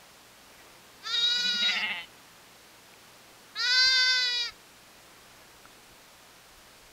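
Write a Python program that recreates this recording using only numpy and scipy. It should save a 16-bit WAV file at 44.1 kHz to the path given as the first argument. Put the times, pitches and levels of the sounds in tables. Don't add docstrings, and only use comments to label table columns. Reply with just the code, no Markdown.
import sys
import numpy as np
from scipy import signal
from scipy.io import wavfile
from scipy.ndimage import uniform_filter1d

SR = 44100
rng = np.random.default_rng(int(sys.argv[2]) if len(sys.argv) > 2 else 0)


def digitize_waveform(pressure):
    field = np.atleast_2d(pressure).T
    bounded = np.clip(field, -1, 1)
    quanta = np.round(bounded * 32767).astype(np.int16)
    wavfile.write(sys.argv[1], SR, quanta)


N = 305172

# (time [s], effort [dB], jaw above effort [dB], tongue above effort [dB],
# palate above throat [dB], tongue [Hz], throat [Hz])
BLEAT_ROWS = [
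    [(1.01, -71, 2, 4, -1, 2400, 3730), (1.075, -40, -1.5, -18, -2, 2350, 3730),
     (1.17, -32.5, -9, -9.5, -11.5, 2050, 3815), (1.23, -33.5, -11.5, -18.5, -11, 2220, 3750),
     (1.33, -36.5, -5.5, -10, -2.5, 2610, 3926), (1.44, -31.5, -7.5, -12.5, -10.5, 2540, 4010),
     (1.58, -37.5, 0, -5, 2, 2766, 3820), (1.65, -33.5, -3.5, -11, -14, 2530, 3820),
     (1.72, -34.5, -6, -7, -4.5, 2540, 3750), (1.77, -40.5, 0, 0, 1, 2440, 3600),
     (1.81, -44.5, -9, 1, 6.5, 2524, 3656), (1.832, -54, 21, 2, 0, 2492, 3563)],
    [(3.549, -61, 23, 13, -19, 2250, 3760), (3.57, -45.5, -1, -10, -22, 2300, 4010),
     (3.6, -34, -1.5, -8, 0, 1890, 4170), (3.66, -32.5, -1.5, -6.5, 0, 2180, 3750),
     (3.75, -25, -4, -12.5, -2.5, 2110, 3830), (3.87, -24.5, -6, -12.5, 0, 2100, 3980),
     (3.96, -24.5, -4.5, -9, -4.5, 1920, 3770), (4.12, -29, -2, -8, 4, 2160, 3660),
     (4.23, -28, -7.5, -10.5, -6.5, 1980, 3850), (4.3, -33, -12, -5.5, -5.5, 2100, 3720),
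     (4.4, -30, -45, -10, -6, 2270, 3740), (4.46, -37.5, -8, -5.5, 2, 2080, 3560),
     (4.495, -48.5, -5, 3, 3, 2200, 3950), (4.515, -69, 20, -14, 6, 2100, 3800)],
]
# (time [s], pitch [Hz])
BLEAT_PITCH = [
    [(1.01, 372), (1.045, 395), (1.09, 445.2), (1.17, 460.1), (1.45, 487.5), (1.52, 474.8), (1.6, 470.8),
     (1.7, 477.0), (1.75, 449), (1.79, 449), (1.835, 418)],
    [(3.545, 402), (3.6, 451.4), (3.69, 486.5), (3.77, 508.0), (3.88, 517.7), (3.99, 509.9), (4.1, 511.9),
     (4.2, 506.6), (4.28, 490.4), (4.46, 475.1), (4.495, 430.6), (4.515, 415)],
]
# (snap time [s], pitch rise [Hz], level change [dB])
QUAVER_ROWS = [(1.069, 19, 3.5), (1.146, 29.5, 2.5), (1.192, 9, -1.5), (1.24, 6, 2.5), (1.276, 13.5, 2),
               (1.322, 7.5, 3.5), (1.362, 10.5, 4), (1.403, 9, 4), (1.425, -6, -0.5), (1.487, 12, 1.5),
               (1.54, 10.5, 0), (1.578, 7, -1.5), (1.624, 9.5, 0.5), (1.72, 19.5, 1), (1.787, 8.5, -3),
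               (3.671, 23.5, 1.5), (3.744, 14, -1), (3.916, 7, -2), (3.954, 7.5, -1.5), (4.058, -2.5, -2),
               (4.195, -5.5, 1), (4.39, 6, -1.5), (4.459, -7, 0.5)]
# (sheen above effort [dB], airy top above effort [dB], airy top width [Hz],
# nose above jaw [dB], palate [Hz], flutter [relative])
HEAD_ROWS = [(-18, -33, 700, -37, 4750, 0.39), (-23, -54, 2300, -15, 4813, 0.22)]
# (frequency [Hz], gain [dB])
CHEST_GAIN = [(480, -8.5), (800, -19), (1300, 11), (2000, -67)]
# (frequency [Hz], gain [dB])
SHEEN_GAIN = [(4500, -12), (5700, -6.5), (6500, -2), (7400, -11), (8600, -35), (10500, -49), (11800, -28),
              (12500, -26), (13300, -41), (15000, -44)]
JAW_HZ, JAW_WIDTH_HZ = 1546, 560
NOSE_HZ, NOSE_WIDTH_HZ = 1090, 86
TONGUE_WIDTH_HZ, THROAT_WIDTH_HZ, PALATE_WIDTH_HZ = 785, 286, 840
CHEST_ABOVE_EFFORT_DB = -21.5
CHEST_SHARE, FULL_VOICE_DB = 0.55, -28
AIRY_HZ, AIRY_FADE_DB_PER_HZ = 12500, 1.5
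CATCH_DB, CATCH_DELAY_S, CATCH_HALF_S = -1, 0.017, 0.0056

# (time [s], pitch [Hz], open mouth level [dB])
EWE_ROWS = [(1.2, 160, -76), (1.379, 175.2, -66), (1.61, 182.2, -61), (1.63, 183.4, -41),
            (1.68, 180.6, -43), (1.75, 181.2, -37.5), (1.95, 176.8, -39), (1.989, 170.5, -38),
            (2.026, 168.8, -48), (2.063, 160.5, -61)]
# (time [s], half length [s], pitch jump [Hz], nasal hum level [dB], mouth gain [dB])
THROB_ROWS = [(1.23, 0.021, 4, -59, 5), (1.313, 0.023, 3.16, -71, 7), (1.39, 0.013, 20, -54, 9),
              (1.468, 0.027, 18, -48, 14), (1.552, 0.015, 27.2, -43.5, 15), (1.629, 0.014, 30, -43.5, 9),
              (1.697, .017, 24, -51, 12.5), (1.773, .016, 32, -49.5, 7.5), (1.841, 0.023, 34.1, -49.5, 7.5),
              (1.913, 0.015, 29.2, -50, 8)]
# (frequency [Hz], width [Hz], level [dB])
EWE_LOW_PEAKS = [(1210, 177, -24), (2005, 260, -5), (2740, 370, -7.5), (3380, 630, -20)]
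# (frequency [Hz], width [Hz], level [dB])
EWE_HIGH_PEAKS = [(2963, 130, 0.5), (3675, 180, -10.5), (4240, 210, -16.5)]
# (time [s], share of the direct sound [ratio])
GROUND_SHARE = [(1.6, 0.52), (1.88, 0.96), (1.95, 0.44), (2.06, 0.29)]
GROUND_DELAY_S = 0.001422
NASAL_BETWEEN_THROBS_DB = -65
OPEN_S, WIDEN_S = 1.625, 0.2
LIP_SHUT_HZ, LIP_WIDE_HZ, LIP_WIDTH_HZ, LIP_ABOVE_MOUTH_DB = 650, 842, 220, -8
BRIGHT_SHUT_DB, BRIGHT_WIDE_DB = -18, -6.5
CLOSE_S, CLOSE_BRIGHT_DB_PER_S, CLOSE_LIP_DB_PER_S = 1.96, 146, -120

ECHO_DB, ECHO_T60_S, ECHO_GAP_S = -24, 0.3, 0.012
# (middle [s], peak [dB], frequency [Hz])
BUMP_ROWS = [(3.72, -58, 32), (3.815, -59, 55), (3.868, -43.5, 88), (3.935, -55, 70), (4.2, -66, 35),
             (4.39, -58, 40), (4.521, -50, 50), (5.66, -60, 48), (5.93, -58, 40), (6.58, -50, 45),
             (6.86, -56, 40)]
# (start [s], starting level [dB], frequency [Hz], 60 dB decay time [s])
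TICK_ROWS = [(2.939, -38, 2420, 0.006), (5.655, -35.5, 1350, 0.014), (5.759, -57, 802, 0.006)]
CHIRP_S, CHIRP_RISE_S, CHIRP_FALL_S, CHIRP_DB = 0.6, 0.025, 0.025, -54
CHIRP_HZ, CHIRP_SAG_HZ_PER_S = 1950, 4200
WIND_BED_DB, WIND_BED_START_S = -76, 4.7
GUST_ABOVE_BUMP_DB, GUST_HALF_S = -16.5, 0.073
# (time [s], level [dB])
BREEZE_LEVEL = [(0, -60), (.4, -62), (.6, -56), (.9, -59.5), (1.5, -53), (2.6, -60.5), (3.3, -58.5),
                (4.0, -59.5), (4.8, -61), (5.3, -57), (5.8, -60), (6.92, -61.5)]
# (frequency [Hz], gain [dB])
BREEZE_GAIN = [(150, -4.5), (350, -3), (700, -1), (1300, -2.5), (2600, -6.5), (5000, -21.5)]
# (frequency [Hz], relative density [dB])
HISS_GAIN = [(12, -49), (20, -19), (32, -20), (49, -24.5), (90, -14), (126, -2), (149, -26), (171, -4.5),
             (208, 1), (245, 0.5), (650, 0), (2280, -2.5), (4700, -3.5), (15600, -15)]
HISS_DB = -55
# (frequency [Hz], RMS level [dB])
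HUM_ROWS = [(59.2, -77.5), (118.4, -74), (177.6, -75)]
BAND_EDGE_HZ = 15740


def gain_of(db):
    return 10 ** (np.asarray(db) / 20)


def evened(x):
    return x / np.sqrt(np.mean(abs(x) ** 2) + 1e-20)


def read(points, hz):
    f, value = np.transpose(points)
    return np.interp(np.log(hz + 1), np.log(f + 1), value)


def curves(rows, t):
    s, *columns = np.transpose(rows)
    return [np.interp(t, s, column) for column in columns]


def add(mix, start_s, sound):
    part = mix[round(start_s * SR):][:len(sound)]
    part += sound[:len(part)]


def peak(hz, centre_hz, width_hz, steep):
    return (1 + 2j * (hz - centre_hz) / width_hz) ** -steep


def complex_drift(length, size_1, size_2):
    noise = uniform_filter1d(rng.standard_normal((2, length)), size=size_1)
    real, imag = uniform_filter1d(noise, size=size_2)
    return evened(real + 1j * imag)


def voice(pitch_hz, colour, rough, flutter, jitter, count):
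    length = len(pitch_hz)
    wobble = evened(uniform_filter1d(rng.standard_normal(length), size=200))
    pitch_hz = pitch_hz * (1 + jitter * wobble)
    turns = np.cumsum(pitch_hz) / SR
    out = np.zeros(length)
    for k in range(1, count + 1):
        breath = rough * (0.07 + 1.25 * k / 9 if k < 9 else 1) * complex_drift(length, 50, 40)
        slow = flutter * min(k / 6, 1.2) * complex_drift(length, 900, 500)
        waver = 1 + breath + slow
        out += (colour(k * pitch_hz) * waver * np.exp(2j * np.pi * k * turns)).real
    return np.sqrt(2) * out * signal.windows.tukey(length, 0.03)


def lamb(pitch_rows, rows, head):
    t = np.arange(rows[0][0], rows[-1][0], 1 / SR)
    hz, = curves(pitch_rows, t)
    sheen_db, airy_db, airy_width_hz, nose_db, palate_hz, flutter = head
    effort_db, jaw_db, tongue_db, lean_db, tongue_hz, throat_hz = curves(rows, t)
    airy_db = airy_db - AIRY_FADE_DB_PER_HZ * (hz.max() - hz)

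    swell_db = np.zeros(len(t))
    rough = np.full(len(t), 0.062)
    for s, rise_hz, db in QUAVER_ROWS:
        creep = np.exp(-abs(t - s) / 0.025)
        snap = np.exp(-((t - s) / 0.009) ** 2)
        shape = np.where(t < s, creep, snap)
        catch = np.exp(-((t - s - CATCH_DELAY_S) / CATCH_HALF_S) ** 2)
        hz = hz + rise_hz * shape
        swell_db = swell_db + db * shape + CATCH_DB * catch
        rough = rough + 0.008 * abs(rise_hz) * np.exp(-((t - s - 0.005) / 0.011) ** 2)

    chest_db = FULL_VOICE_DB + CHEST_SHARE * (effort_db - FULL_VOICE_DB) + CHEST_ABOVE_EFFORT_DB
    chest = gain_of(chest_db)
    jaw, tongue = gain_of(effort_db + jaw_db), gain_of(effort_db + tongue_db)
    throat, palate = gain_of(effort_db - lean_db / 2), gain_of(effort_db + lean_db / 2)
    sheen, airy = gain_of(effort_db + sheen_db), gain_of(effort_db + airy_db)

    def colour(f):
        nose_peak = gain_of(nose_db) * peak(f, NOSE_HZ, NOSE_WIDTH_HZ, steep=0.74)
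        return (jaw * (peak(f, JAW_HZ, JAW_WIDTH_HZ, steep=2.24) + nose_peak)
                - tongue * peak(f, tongue_hz, TONGUE_WIDTH_HZ, steep=1.83)
                + throat * peak(f, throat_hz, THROAT_WIDTH_HZ, steep=1.51)
                - palate * peak(f, palate_hz, PALATE_WIDTH_HZ, steep=2.32)
                + chest * gain_of(read(CHEST_GAIN, f))
                + sheen * gain_of(read(SHEEN_GAIN, f))
                + airy * peak(f, AIRY_HZ, airy_width_hz, steep=2.5))

    bleat = voice(hz, colour, rough, flutter=flutter, jitter=0.0014, count=30)
    return t[0], gain_of(swell_db) * bleat


def ewe():
    t = np.arange(EWE_ROWS[0][0], EWE_ROWS[-1][0], 1 / SR)
    hz, mouth_db = curves(EWE_ROWS, t)
    wide = np.clip((t - OPEN_S) / WIDEN_S, 0, 1)
    closing_s = np.maximum(t - CLOSE_S, 0)
    lip_hz = LIP_SHUT_HZ + (LIP_WIDE_HZ - LIP_SHUT_HZ) * wide
    lip_db = mouth_db + LIP_ABOVE_MOUTH_DB + CLOSE_LIP_DB_PER_S * closing_s
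    bright_db = BRIGHT_SHUT_DB + (BRIGHT_WIDE_DB - BRIGHT_SHUT_DB) * wide + CLOSE_BRIGHT_DB_PER_S * closing_s

    nasal = gain_of(NASAL_BETWEEN_THROBS_DB) * np.ones(len(t))
    rough = np.full(len(t), 0.05)
    for s, half_s, jump_hz, nasal_db, db in THROB_ROWS:
        hz = hz + jump_hz * np.exp(-((t - s) / half_s) ** 8)
        shape = np.exp(-((t - s) / (0.98 * half_s)) ** 2)
        mouth_db = mouth_db + db * shape
        nasal = nasal + gain_of(nasal_db) * shape
        rough = rough + 0.08 * shape

    ground, = curves(GROUND_SHARE, t)
    mouth, lips, bright = gain_of([mouth_db, lip_db, bright_db])

    def mouth_peaks(f, rows, steep):
        return sum((-1) ** k * gain_of(db) * peak(f, centre_hz, width_hz, steep)
                   for k, (centre_hz, width_hz, db) in enumerate(rows))

    def colour(f):
        low = mouth_peaks(f, EWE_LOW_PEAKS, steep=1.44)
        high = mouth_peaks(f, EWE_HIGH_PEAKS, steep=1.8)
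        comb = 1 + ground * np.exp(-2j * np.pi * f * GROUND_DELAY_S)
        return (nasal * peak(f, 203, 91, steep=1.1)
                - lips * peak(f, lip_hz, LIP_WIDTH_HZ, steep=2.0)
                + mouth * (low * comb + bright * high))

    return t[0], voice(hz, colour, rough, flutter=0.1, jitter=0.004, count=28)


def yard(x):
    t = np.arange(SR // 2) / SR
    tail = rng.standard_normal(len(t)) * gain_of(-60 * t / ECHO_T60_S) * (t > ECHO_GAP_S)
    tail = signal.lfilter(*signal.butter(1, 3000, fs=SR), tail)
    return gain_of(ECHO_DB) * signal.fftconvolve(x, tail / np.linalg.norm(tail))[:N]


def wind_bumps():
    out = np.zeros(N)
    lead_s = 0.04
    u = np.arange(4000) / SR - lead_s
    for s, db, hz in BUMP_ROWS:
        bell = np.exp(-(u * hz / 0.36) ** 2)
        add(out, s - lead_s, -gain_of(db) * bell * np.cos(2 * np.pi * hz * u))
    return out


def straw_ticks():
    out, t = np.zeros(N), np.arange(4000) / SR
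    for s, db, hz, t60_s in TICK_ROWS:
        add(out, s, gain_of(db - 60 * t / t60_s) * np.sin(2 * np.pi * hz * t))
    return out


def far_chirp():
    out, t = np.zeros(N), np.arange(4000) / SR
    u = t - t[-1] / 2
    swell = np.exp(-abs(u) / np.where(u < 0, CHIRP_RISE_S, CHIRP_FALL_S)) * np.hanning(len(u))
    turns = np.cumsum(CHIRP_HZ - CHIRP_SAG_HZ_PER_S * u) / SR
    add(out, CHIRP_S + u[0], gain_of(CHIRP_DB) * swell * np.sin(2 * np.pi * turns))
    return out


def wind_rumble():
    t = np.arange(N) / SR
    level = gain_of(WIND_BED_DB) * (t > WIND_BED_START_S)
    for s, db, _ in BUMP_ROWS:
        level = level + gain_of(db + GUST_ABOVE_BUMP_DB) * np.exp(-((t - s) / GUST_HALF_S) ** 2)
    band = signal.butter(2, [12, 55], "band", fs=SR, output="sos")
    return level * evened(signal.sosfilt(band, rng.standard_normal(N)))


def shaped_noise(gain_db):
    real, imag = rng.standard_normal((2, 513, N // 256 + 5))
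    spectra = (real + 1j * imag) * gain_of(gain_db)
    return evened(signal.istft(spectra, nperseg=1024, noverlap=768)[1][:N])


def breeze():
    hz = np.fft.rfftfreq(1024, 1 / SR)[:, None]
    patches = rng.standard_normal((513, N // 256 + 5))
    patches = uniform_filter1d(patches, size=10, axis=0)
    patches = evened(uniform_filter1d(patches, size=12, axis=1))
    level_db, = curves(BREEZE_LEVEL, np.arange(N) / SR)
    return gain_of(level_db) * shaped_noise(read(BREEZE_GAIN, hz) + 0.66 * patches)


def hiss():
    hz = np.fft.rfftfreq(1024, 1 / SR)[:, None]
    return gain_of(HISS_DB) * shaped_noise(read(HISS_GAIN, hz))


def electrical_hum():
    t = np.arange(N) / SR
    return sum(np.sqrt(2) * gain_of(db) * np.sin(2 * np.pi * (hz * t + rng.random())) for hz, db in HUM_ROWS)


def scene():
    flock = np.zeros(N)
    for bleat in zip(BLEAT_PITCH, BLEAT_ROWS, HEAD_ROWS):
        add(flock, *lamb(*bleat))
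    add(flock, *ewe())
    small_sounds = wind_bumps() + straw_ticks() + far_chirp()
    background = wind_rumble() + breeze() + hiss() + electrical_hum()
    return (flock + yard(flock) + small_sounds + background)[None]


def record(dry):
    lowpass = signal.firwin(1023, BAND_EDGE_HZ, window=("kaiser", 9), fs=SR)
    return signal.oaconvolve(dry, lowpass[None], "same")


dry = scene()
out = record(dry)
digitize_waveform(out)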